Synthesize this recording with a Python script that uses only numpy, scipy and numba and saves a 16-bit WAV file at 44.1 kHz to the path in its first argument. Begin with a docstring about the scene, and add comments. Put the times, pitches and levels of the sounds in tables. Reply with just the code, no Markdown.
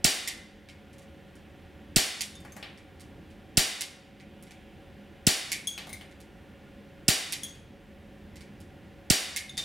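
"""A gas pistol fires six shots close to a pair of microphones in a hard-walled shed; machines hum far off throughout.
Each shot starts with a hammer click and muzzle crack, made of short noise bursts, and a puff of gas, a pressure swing.
About a quarter second later the trigger resets: a tick of noise, a short wash after it and a ring of the frame.
After four of the shots the spent ball bounces off metal and wood: noise thuds and wavering struck tones.
In the pauses the hand shifts on the grip with faint ticks. Fading noise makes the shed's reverberation."""
import sys
import numpy as np
from scipy import signal
from scipy.fft import rfft, irfft, next_fast_len
from scipy.io import wavfile
from scipy.ndimage import uniform_filter1d
from numba import njit

SR = 44100
rng = np.random.default_rng(int(sys.argv[2]) if len(sys.argv) > 2 else 0)


def volts(x):
    """Linear amplitude factor 10**(x/20) for a level x in dB, scalar or array-like."""
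    e = np.asarray(x, float) / 20
    return 10 ** e


def waveform_to_disk(signal):
    """Save audio, clipped to [-1, 1], as 16-bit WAV at the path in sys.argv[1]."""
    frames = np.transpose(np.atleast_2d(signal))
    scaled = np.clip(frames, -1, 1) * 32767
    samples = np.round(scaled).astype(np.int16)
    wavfile.write(sys.argv[1], SR, samples)


N = 425124  # length in samples

# All levels are relative. left_minus_right_db is positive when the left is louder.
# A burst's rise_ms is the time from its start to its peak; t60_s is the time to fade by 60 dB.
SIDES = np.array([[1], [-1]])  # left, right

# the six shots and their gas puffs: start_s, puff_level_db, puff_left_minus_right_db
SHOTS = [(0.0429, -12.5, 14.5), (1.9601, -6.5, 8.5), (3.571, -9, 7.5), (5.2670, -4, 6), (7.0810, -6, 1),
         (9.1003, -5.5, -11)]
# bursts inside one shot: after_shot_ms, level_db, pitch_hz, width_hz, rise_ms, left_minus_right_db
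SHOT_PARTS = [(0, -7.5, 5800, 4300, 1.1, -7), (0.891, -1, 7400, 3400, .5, -4),
              (3.338, 0, 4920, 200, 0.57, 7), (4.963, -17, 556, 140, 2.25, 17),
              (4.2, 0, 9540, 2200, 0.48, -11.5), (4.437, -3.5, 2690, 2110, 2.49, -3.5),
              (5.427, -6.5, 6700, 3000, 3.1, 0.5), (0.553, -14.5, 14100, 3400, 7.4, -5.5),
              (7.345, -22.5, 3100, 18000, 2.5, 1), (23.17, -25.5, 810, 260, 7, 15)]
# sharp first reflections of the shot, with the same columns:
# after_shot_ms, level_db, pitch_hz, width_hz, rise_ms, left_minus_right_db
SHOT_ECHOES = [(10.2, -7, 9500, 4000, .3, -3), (15.3, -2.5, 7500, 9000, .25, -4),
               (22.9, -1.5, 4500, 4000, .35, 0)]
SHOT_DB, SHOT_SCATTER = -4.5, .3  # added to every part's level; amount of new noise in each shot

# pressure swing of the gas puff: after_arrival_ms, width_ms, share (signed, no unit)
PUFF_SWING = [(0, .55, -.7), (1.7, .85, 1), (4.2, 1.1, -.65), (8.1, 1.6, .22)]
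PUFF_DELAY_MS = 5.7
GUST_DB, GUST_WIDTH_HZ, GUST_RISE_MS = -18, 240, 8.3

# trigger snapping back: start_s, level_db, frame_ring_db
RESETS = [(0.2749, -15, -22), (2.2078, -14, -41), (3.8083, -15.5, -35), (5.5178, -12.5, -22),
          (7.3231, -14.5, -25.5), (9.3621, -14, -22.5)]
RESET_TILT_DB = 2.5  # brightness, per octave
# hand shifts and faint ticks of the mechanism: start_s, level_db, brightness_db_per_octave
SHIFTS = [(0.6871, -39.5, -6), (0.9304, -48, 2.3), (0.9827, -46, 3.5), (1.0192, -50, 0), (1.3539, -49, 3),
          (2.7754, -46, -2), (2.9968, -44.5, -0.5), (3.0058, -42.5, 5), (3.3039, -52.5, -0.5),
          (4.199, -46, -7), (4.4249, -43.5, 8), (4.4692, -49.5, -3.5), (4.508, -41.5, -1.6),
          (6.112, -48.5, -3.7), (6.203, -42.5, 3), (8.3573, -40, 0.5), (8.4073, -41, -2.2),
          (8.6028, -45, 4)]
SHIFT_RING_DB, RING_PER_TILT = -22, -1.34  # duller shifts ring the frame more: dB per dB of brightness
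# basic tone colour of a click: pitch_hz, gain_db
CLICK_COLOUR = [(1000, -25), (2000, 6), (4000, 4.5), (7000, 1.5), (10000, 1), (13000, -6.5), (16000, -16)]
# hard surfaces near the pistol, relative to the tick: delay_ms, level_db, left_minus_right_db
CLICK_ECHOES = [(5.6, -2.5, 0), (11.2, -1.5, -1)]
WASH_DB, WASH_RISE_MS = -18, 13.4  # a short wash of noise follows each tick
# ringing tones of the pistol frame: pitch_hz, level_db, t60_s
FRAME = [(2155, 0, 0.11), (1806, -7, 0.096), (2444, -7.5, 0.14), (3570, -9, 0.03)]

# the ball on dull surfaces: start_s, level_db, thud_pitch_hz, tick_over_thud_db
KNOCKS = [(2.4034, -44, 11000, -16), (2.449, -36, 1370, -12), (2.565, -36, 1260, -5),
          (2.6272, -27.5, 2250, -20.5), (5.7778, -25.5, 2510, -9.5), (5.8692, -38.5, 920, -5),
          (6.0107, -37.5, 2000, -12), (7.55, -46, 2000, -9), (9.5711, -30.5, 4440, -6),
          (9.5776, -20, 4360, -12)]
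THUD_WIDTH, THUD_CYCLES = 1.3, 1.4  # width as a share of the pitch; rise in cycles of the pitch
TICK_HZ, TICK_WIDTH_HZ, TICK_RISE_MS = 7800, 11000, 1
# short tones of a struck board: multiple_of_thud_pitch (no unit), level_db, t60_cycles of the thud pitch
BOARD = [(.45, -20, 40), (.78, -15, 80), (1.05, -12, 80), (1.5, -17, 70), (2.3, -21, 110)]
# ringing tones of four metal things the ball strikes: pitch_hz, level_db, t60_s
CAN = [(3325, -1, .19), (5865, -15, .15), (6545, -2, .25), (8120, -9, .25), (9945, 0, .13),
       (11490, -18, .15), (12890, -10, .17), (15090, -16, .12), (15515, -16, .1)]
PLATE = [(3610, 6, 0.163), (3600, -4, 0.11), (4900, -30.5, .12), (6600, 2, 0.065), (9800, -19, .05),
         (10060, 3, .05)]
RODS = [(2169, -2, .2), (3700, -11, .2), (4100, -9, .15), (5030, -11, .08), (6200, -10, .12),
        (8915, -9, .13), (9600, -10, .1), (10000, -9, .07), (11070, -12, .1), (12000, -14, .12),
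        (15180, -16, .1)]
BRACKET = [(6400, 1, .1), (7200, -6, 0.11), (10000, -9, 0.036), (13950, -11, 0.13)]
# the ball on metal: start_s, object (tone table), level_db, brightness_db_per_octave
BLOWS = [(2.3535, PLATE, -52.5, -2), (2.521, BRACKET, -47, -3), (5.6715, CAN, -29.5, -3.7),
         (5.8929, RODS, -44, 2), (5.9289, RODS, -37.5, 1.2), (7.4335, CAN, -33, -2.8),
         (9.4943, PLATE, -47.5, 2.3), (9.5776, PLATE, -38.5, -12)]
# floor and walls near the ball: delay_ms, level_db
BALL_ECHOES = [(3.6, -4), (8.3, -6), (14.5, -11)]

# reverberation of the shed: pitch_hz, t60_s, level_db, side_minus_mid_db
SHED = [(100, 0.17, -31, 4), (295, 0.57, -8.5, -14), (890, 0.77, -11.5, -5), (1070, 0.87, -5, -11),
        (2000, 0.73, -10, -8), (3430, 0.65, -8.5, -10.5), (4800, 0.6, -10, -17.5), (5840, 0.6, -12.5, -18),
        (9000, 0.5, -11.5, -8), (11860, 0.4, -13.5, -1.5), (16000, 0.42, -18.5, -2.5)]
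NEAR_DB, NEAR_T60_S = 2, 0.28  # things close by scatter a first, short wash: level over the long tail
# uneven scatter of near sound by the microphones' casing: pitch_hz, relative_side_db
CASING = [(60, -3.5), (110, -1), (200, -5.5), (380, 4.5), (700, -9.5), (1290, -1.5), (2380, -8),
          (4400, -13), (8120, -9), (15000, 7)]
# the table top under the microphones lifts and hollows the low middle: pitch_hz, gain_db
TABLE_TOP = [(200, 0.5), (350, -2), (550, -2.5), (780, 4.5), (1000, -9), (1300, -10.5), (1900, -2),
             (4200, -1.5), (5000, -0.5), (6500, -1.5)]

# broad machine rumble: pitch_hz, level_db per Hz
HUM = [(15, -46.5), (25, -14.5), (76, -8), (145, -4), (206, -2), (256, -7.5), (293, -4), (516, -14),
       (560, -7.5), (641, -22.5), (775, -18.5), (1290, -25), (1740, -19), (6920, -40.5), (16000, -45)]
HUM_DB = -51.5
# stereo width of the rumble: pitch_hz, relative_side_db
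HUM_SIDE = [(60, -10), (110, -13), (200, -17), (380, -14.5), (700, -11.5), (1290, -18), (2380, -17),
            (4400, -24.5), (8120, -7.5), (15000, 0.5)]
# blurred motor tones and a band of hiss: pitch_hz, width_hz, level_db
MOTORS = [(44.3, 14, -65.5), (82, 29, -57.5), (205.4, 5.6, -59.5), (751, 96, -67), (1421, 40, -74.5),
          (2820, 1300, -67.5)]
WHINE_HZ, WHINE_DB = 551, -63  # one steadier motor tone

TOP_HZ = 15800  # the sound is cut above this


def curve(table, hz, column=1):
    """Read a table at any frequency, straight on a log axis."""
    rows = np.array(table, float)
    return np.interp(np.log(hz + 1), np.log(rows[:, 0] + 1), rows[:, column])


def colour(x, table):
    """Shape a sound by a table of pitch_hz and gain_db."""
    length = x.shape[-1]
    size = next_fast_len(length)
    gain = volts(curve(table, np.fft.rfftfreq(size, 1 / SR)))
    return irfft(rfft(x, size) * gain, size)[..., :length]


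def band(x, hz, width_hz):
    """Keep a bell-shaped band of a sound, at rms 1."""
    f = np.fft.rfftfreq(x.shape[-1], 1 / SR)
    bell = np.exp(-2 * ((f - hz) / width_hz) ** 2)
    y = irfft(rfft(x) * bell, x.shape[-1])
    return y / y.std()


def add(out, s, sound):
    """Mix a sound in at a time in seconds."""
    i = int(s * SR)
    room = max(out.shape[-1] - i, 0)
    out[..., i:i + sound.shape[-1]] += sound[..., :room]


def pan(db):
    """Left and right gains from the left minus right level."""
    return volts(db / 2 * SIDES)


def walk(rate):
    """Slow random drift, spread 1, from smoothed random steps at a rate per second."""
    k = int(SR / rate)
    steps = np.repeat(rng.standard_normal(N // k + 1), k)
    smooth = uniform_filter1d(uniform_filter1d(steps, k), k)[:N]
    return smooth / smooth.std()


def repeat(x, echoes):
    """Add delayed copies of a sound, as reflections do."""
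    out = x.copy()
    for ms, db in echoes:
        add(out, ms / 1000, volts(db) * x)
    return out


def burst(noise, hz, width_hz, rise_ms):
    """A quick swell of band noise with a set energy."""
    u = np.arange(len(noise)) / (rise_ms * SR / 1000)
    shape = u * np.exp(1 - u)
    y = shape * band(noise, hz, width_hz)
    return y * np.sqrt(np.sum(shape ** 2) / np.sum(y ** 2) / 2)


def pulse(hz, width_hz, rise_ms):
    """What a burst sends to the walls: the same energy with an even spectrum, as all directions add up."""
    y = band(signal.unit_impulse(1024, 128), hz, width_hz)
    return y * np.e * np.sqrt(rise_ms * SR / 8000 / len(y))


def ring(modes, tilt_db, rough=1.7):
    """Struck tones; each line wavers and widens at random."""
    t, out = np.arange(SR // 2) / SR, 0
    for hz, db, t60 in modes:
        swell, slip = (band(rng.standard_normal(len(t)), 0, 100.0) for _ in range(2))
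        level = volts(db + tilt_db * np.log2(hz / 6000) - 60 * t / max(t60, .02))
        # an extra push at the start, then a wavering fade
        level = level * volts(3 * swell + 5 * np.exp(-t / .012))
        out = out + level * np.sin(2 * np.pi * hz * t + rough * slip)
    return out * np.minimum(t / 0.00039, 1)  # soft start


def shots():
    """Noise bursts, nearly alike in each shot; returns the direct sound and what reaches the walls."""
    out, send = np.zeros((2, N)), np.zeros(N)
    parts = SHOT_PARTS + SHOT_ECHOES
    usual = rng.standard_normal((len(parts), 2048))  # noise shared by all the shots
    for s, *_ in SHOTS:
        for (ms, part_db, hz, width, rise_ms, pan_db), noise in zip(parts, usual):
            start, gain = s + ms / 1000, volts(SHOT_DB + part_db)
            part = burst(noise + SHOT_SCATTER * rng.standard_normal(2048), hz, width, rise_ms)
            add(out, start, gain * pan(pan_db) * part)
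            add(send, start, gain * pulse(hz, width + 1500, rise_ms))
    return out, send


def puffs():
    """The gas jet buffets each microphone port with a pressure swing and a low gust."""
    out, ms = np.zeros((2, N)), np.arange(1500) * 1000 / SR
    swing = 0
    for at, width, share in PUFF_SWING:
        swing = swing + np.exp(-.5 * ((ms - PUFF_DELAY_MS - at) / width) ** 2) * share
    for s, db, pan_db in SHOTS:
        add(out, s, volts(db) * pan(pan_db) * swing)
        for port in out:  # separate noise at each port
            gust = burst(rng.standard_normal(8192), 20, GUST_WIDTH_HZ, GUST_RISE_MS)
            add(port, s + .002, volts(GUST_DB) * gust)
    return out


def clicks():
    """Short ticks of the mechanism, each with echoes, a wash of noise and a ring of the frame."""
    out, send = np.zeros((2, N)), np.zeros(N)
    ticks = [(s, db, RESET_TILT_DB, ring_db) for s, db, ring_db in RESETS]
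    ticks += [(s, db, tilt_db, SHIFT_RING_DB + RING_PER_TILT * tilt_db) for s, db, tilt_db in SHIFTS]
    for s, db, tilt_db, ring_db in ticks:
        shape = [(hz, d + tilt_db * np.log2(hz / 6000)) for hz, d in CLICK_COLOUR]
        # the tick itself, then its echoes, each with new noise
        for ms, echo_db, pan_db in [(0, 0, 0)] + CLICK_ECHOES:
            tick = colour(burst(rng.standard_normal(1024), 9300, 24000, 0.95), shape)
            add(out, s + ms / 1000, volts(db - 5.5 + echo_db) * pan(pan_db - 5.5) * tick)
        wash = colour(burst(rng.standard_normal(8192), 4500, 12000, WASH_RISE_MS), CLICK_COLOUR)
        add(out, s, volts(db + WASH_DB) * pan(-2.5) * wash)
        add(send, s, volts(db - 0.5) * colour(pulse(6700, 30000, 0.17), shape))
        frame = volts(db + ring_db) * ring(FRAME, 0, rough=2.2)
        add(out, s, volts(3.0) * pan(-2.0) * frame)
        add(send, s, frame)
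    return out, send


def bounces():
    """The spent ball knocks on dull things and rings metal ones, a little left."""
    out, send = np.zeros(N), np.zeros(N)
    hits = [(s, db, hz, THUD_WIDTH * hz, 1000 * THUD_CYCLES / hz) for s, db, hz, _ in KNOCKS]
    ticks = [(s, db + tick_db) for s, db, _, tick_db in KNOCKS]
    ticks += [(s, db) for s, _, db, _ in BLOWS]
    hits += [(s, db, TICK_HZ, TICK_WIDTH_HZ, TICK_RISE_MS) for s, db in ticks]
    for s, db, hz, width, rise_ms in hits:
        add(out, s, volts(db) * burst(rng.standard_normal(2048), hz, width, rise_ms))
        add(send, s, volts(db + 1.0) * pulse(hz, width, rise_ms))
    for s, db, hz, _ in KNOCKS:
        body = [(hz * ratio, mode_db, cycles / hz) for ratio, mode_db, cycles in BOARD]
        add(out, s, volts(db) * ring(body, 0, rough=.8))
    out = repeat(out, BALL_ECHOES)
    for s, modes, db, tilt_db in BLOWS:
        metal = volts(db) * ring(modes, tilt_db)
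        add(out, s, metal)
        add(send, s, volts(-10.0) * metal)
    return out * pan(1.3), send


def shed(x, build_ms):
    """Dense reflections build up quickly and fade faster in the treble than in the middle."""
    t, tail = np.arange(36000) / SR, 0
    for hz in 70 * 2 ** np.arange(0, 8, 1 / 3):  # third-octave steps
        mid, side = (band(rng.standard_normal(len(t)), hz, hz / 4) for _ in range(2))
        fade = volts(-60 * t / curve(SHED, hz)) + volts(NEAR_DB - 60 * t / NEAR_T60_S)
        # the root gives wider bands their larger share of the power
        fade = fade * volts(curve(SHED, hz, column=2) - 2.0) * np.sqrt(hz / SR / 400)
        tail = tail + fade * (mid + volts(curve(SHED, hz, column=3)) * side * SIDES)
    tail = tail * (1 - np.exp(-t * 1000 / build_ms))
    return signal.fftconvolve(x[None], tail)[:, :N]


def casing(x):
    """A short scatter, opposite in the two ports, makes the treble differ left and right."""
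    scatter = rng.standard_normal(256) * np.exp(-np.arange(256) / 60)
    scatter = scatter / np.sqrt(np.sum(scatter ** 2))
    side = colour(signal.fftconvolve(x.mean(0), scatter)[:N], CASING)
    return x + volts(-4.0) * side * SIDES


def hum():
    """Distant machines: broad rumble whose bass wavers, a few blurred motor tones and a band of hiss."""
    broad = colour(rng.standard_normal(N), HUM)
    side = colour(colour(rng.standard_normal(N), HUM), HUM_SIDE)
    low = signal.sosfilt(signal.butter(1, 300, fs=SR, output="sos"), broad)
    wavering = broad + low * (volts(2.5 * walk(6)) - 1)
    mid = volts(HUM_DB) / broad.std() * wavering
    for hz, width, db in MOTORS:
        mid = mid + volts(db + 1.3 * walk(1.1)) * band(rng.standard_normal(N), hz, width)
    turns = np.cumsum(WHINE_HZ + 1.5 * walk(3)) / SR  # the pitch drifts slightly
    mid = mid + volts(WHINE_DB + 2.0 * walk(5.1)) * np.sqrt(2) * np.sin(2 * np.pi * turns)
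    return pan(-.8) * (mid + volts(HUM_DB + 2.0) / broad.std() * side * SIDES)


def scene():
    """Near sounds and their room, coloured by the table top, with the gas on the ports and the hum."""
    near, sends = zip(shots(), clicks(), bounces())
    in_room = casing(sum(near)) + shed(sum(sends), build_ms=0.45)
    return volts(1.0) * (colour(in_room, TABLE_TOP) + puffs()) + hum()


@njit
def follow(x, rise, fall):
    """Level follower with quick rise and slow fall."""
    out, e = np.empty(len(x)), 1e-4
    for i in range(len(x)):
        e += (x[i] - e) * (rise if x[i] > e else fall)
        out[i] = e
    return out


def duck(x, top_db, slope, rise_s, fall_s, most_db):
    """Gain control: turns down what passes the threshold, both channels together."""
    level = follow(np.abs(x).max(0), 1 / (rise_s * SR), 1 / (fall_s * SR))
    return x * np.clip((volts(top_db) / level) ** slope, volts(most_db), 1)


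def low_pass(x):
    """Removes everything above the highest recorded frequency."""
    return signal.sosfilt(signal.butter(12, 17010, fs=SR, output="sos"), x)


def record(dry):
    """A slow level control, a quicker limiter and a steep cut of the top."""
    x = duck(dry, top_db=-43.0, slope=0.13, rise_s=0.0071, fall_s=0.2, most_db=-3.0)
    x = duck(x, top_db=-22.5, slope=0.43, rise_s=0.0022, fall_s=0.086, most_db=-14)
    mix = signal.sosfilt(signal.ellip(6, .3, 32, TOP_HZ, fs=SR, output="sos"), x)
    return low_pass(mix)


dry = scene()
out = record(dry)
waveform_to_disk(out)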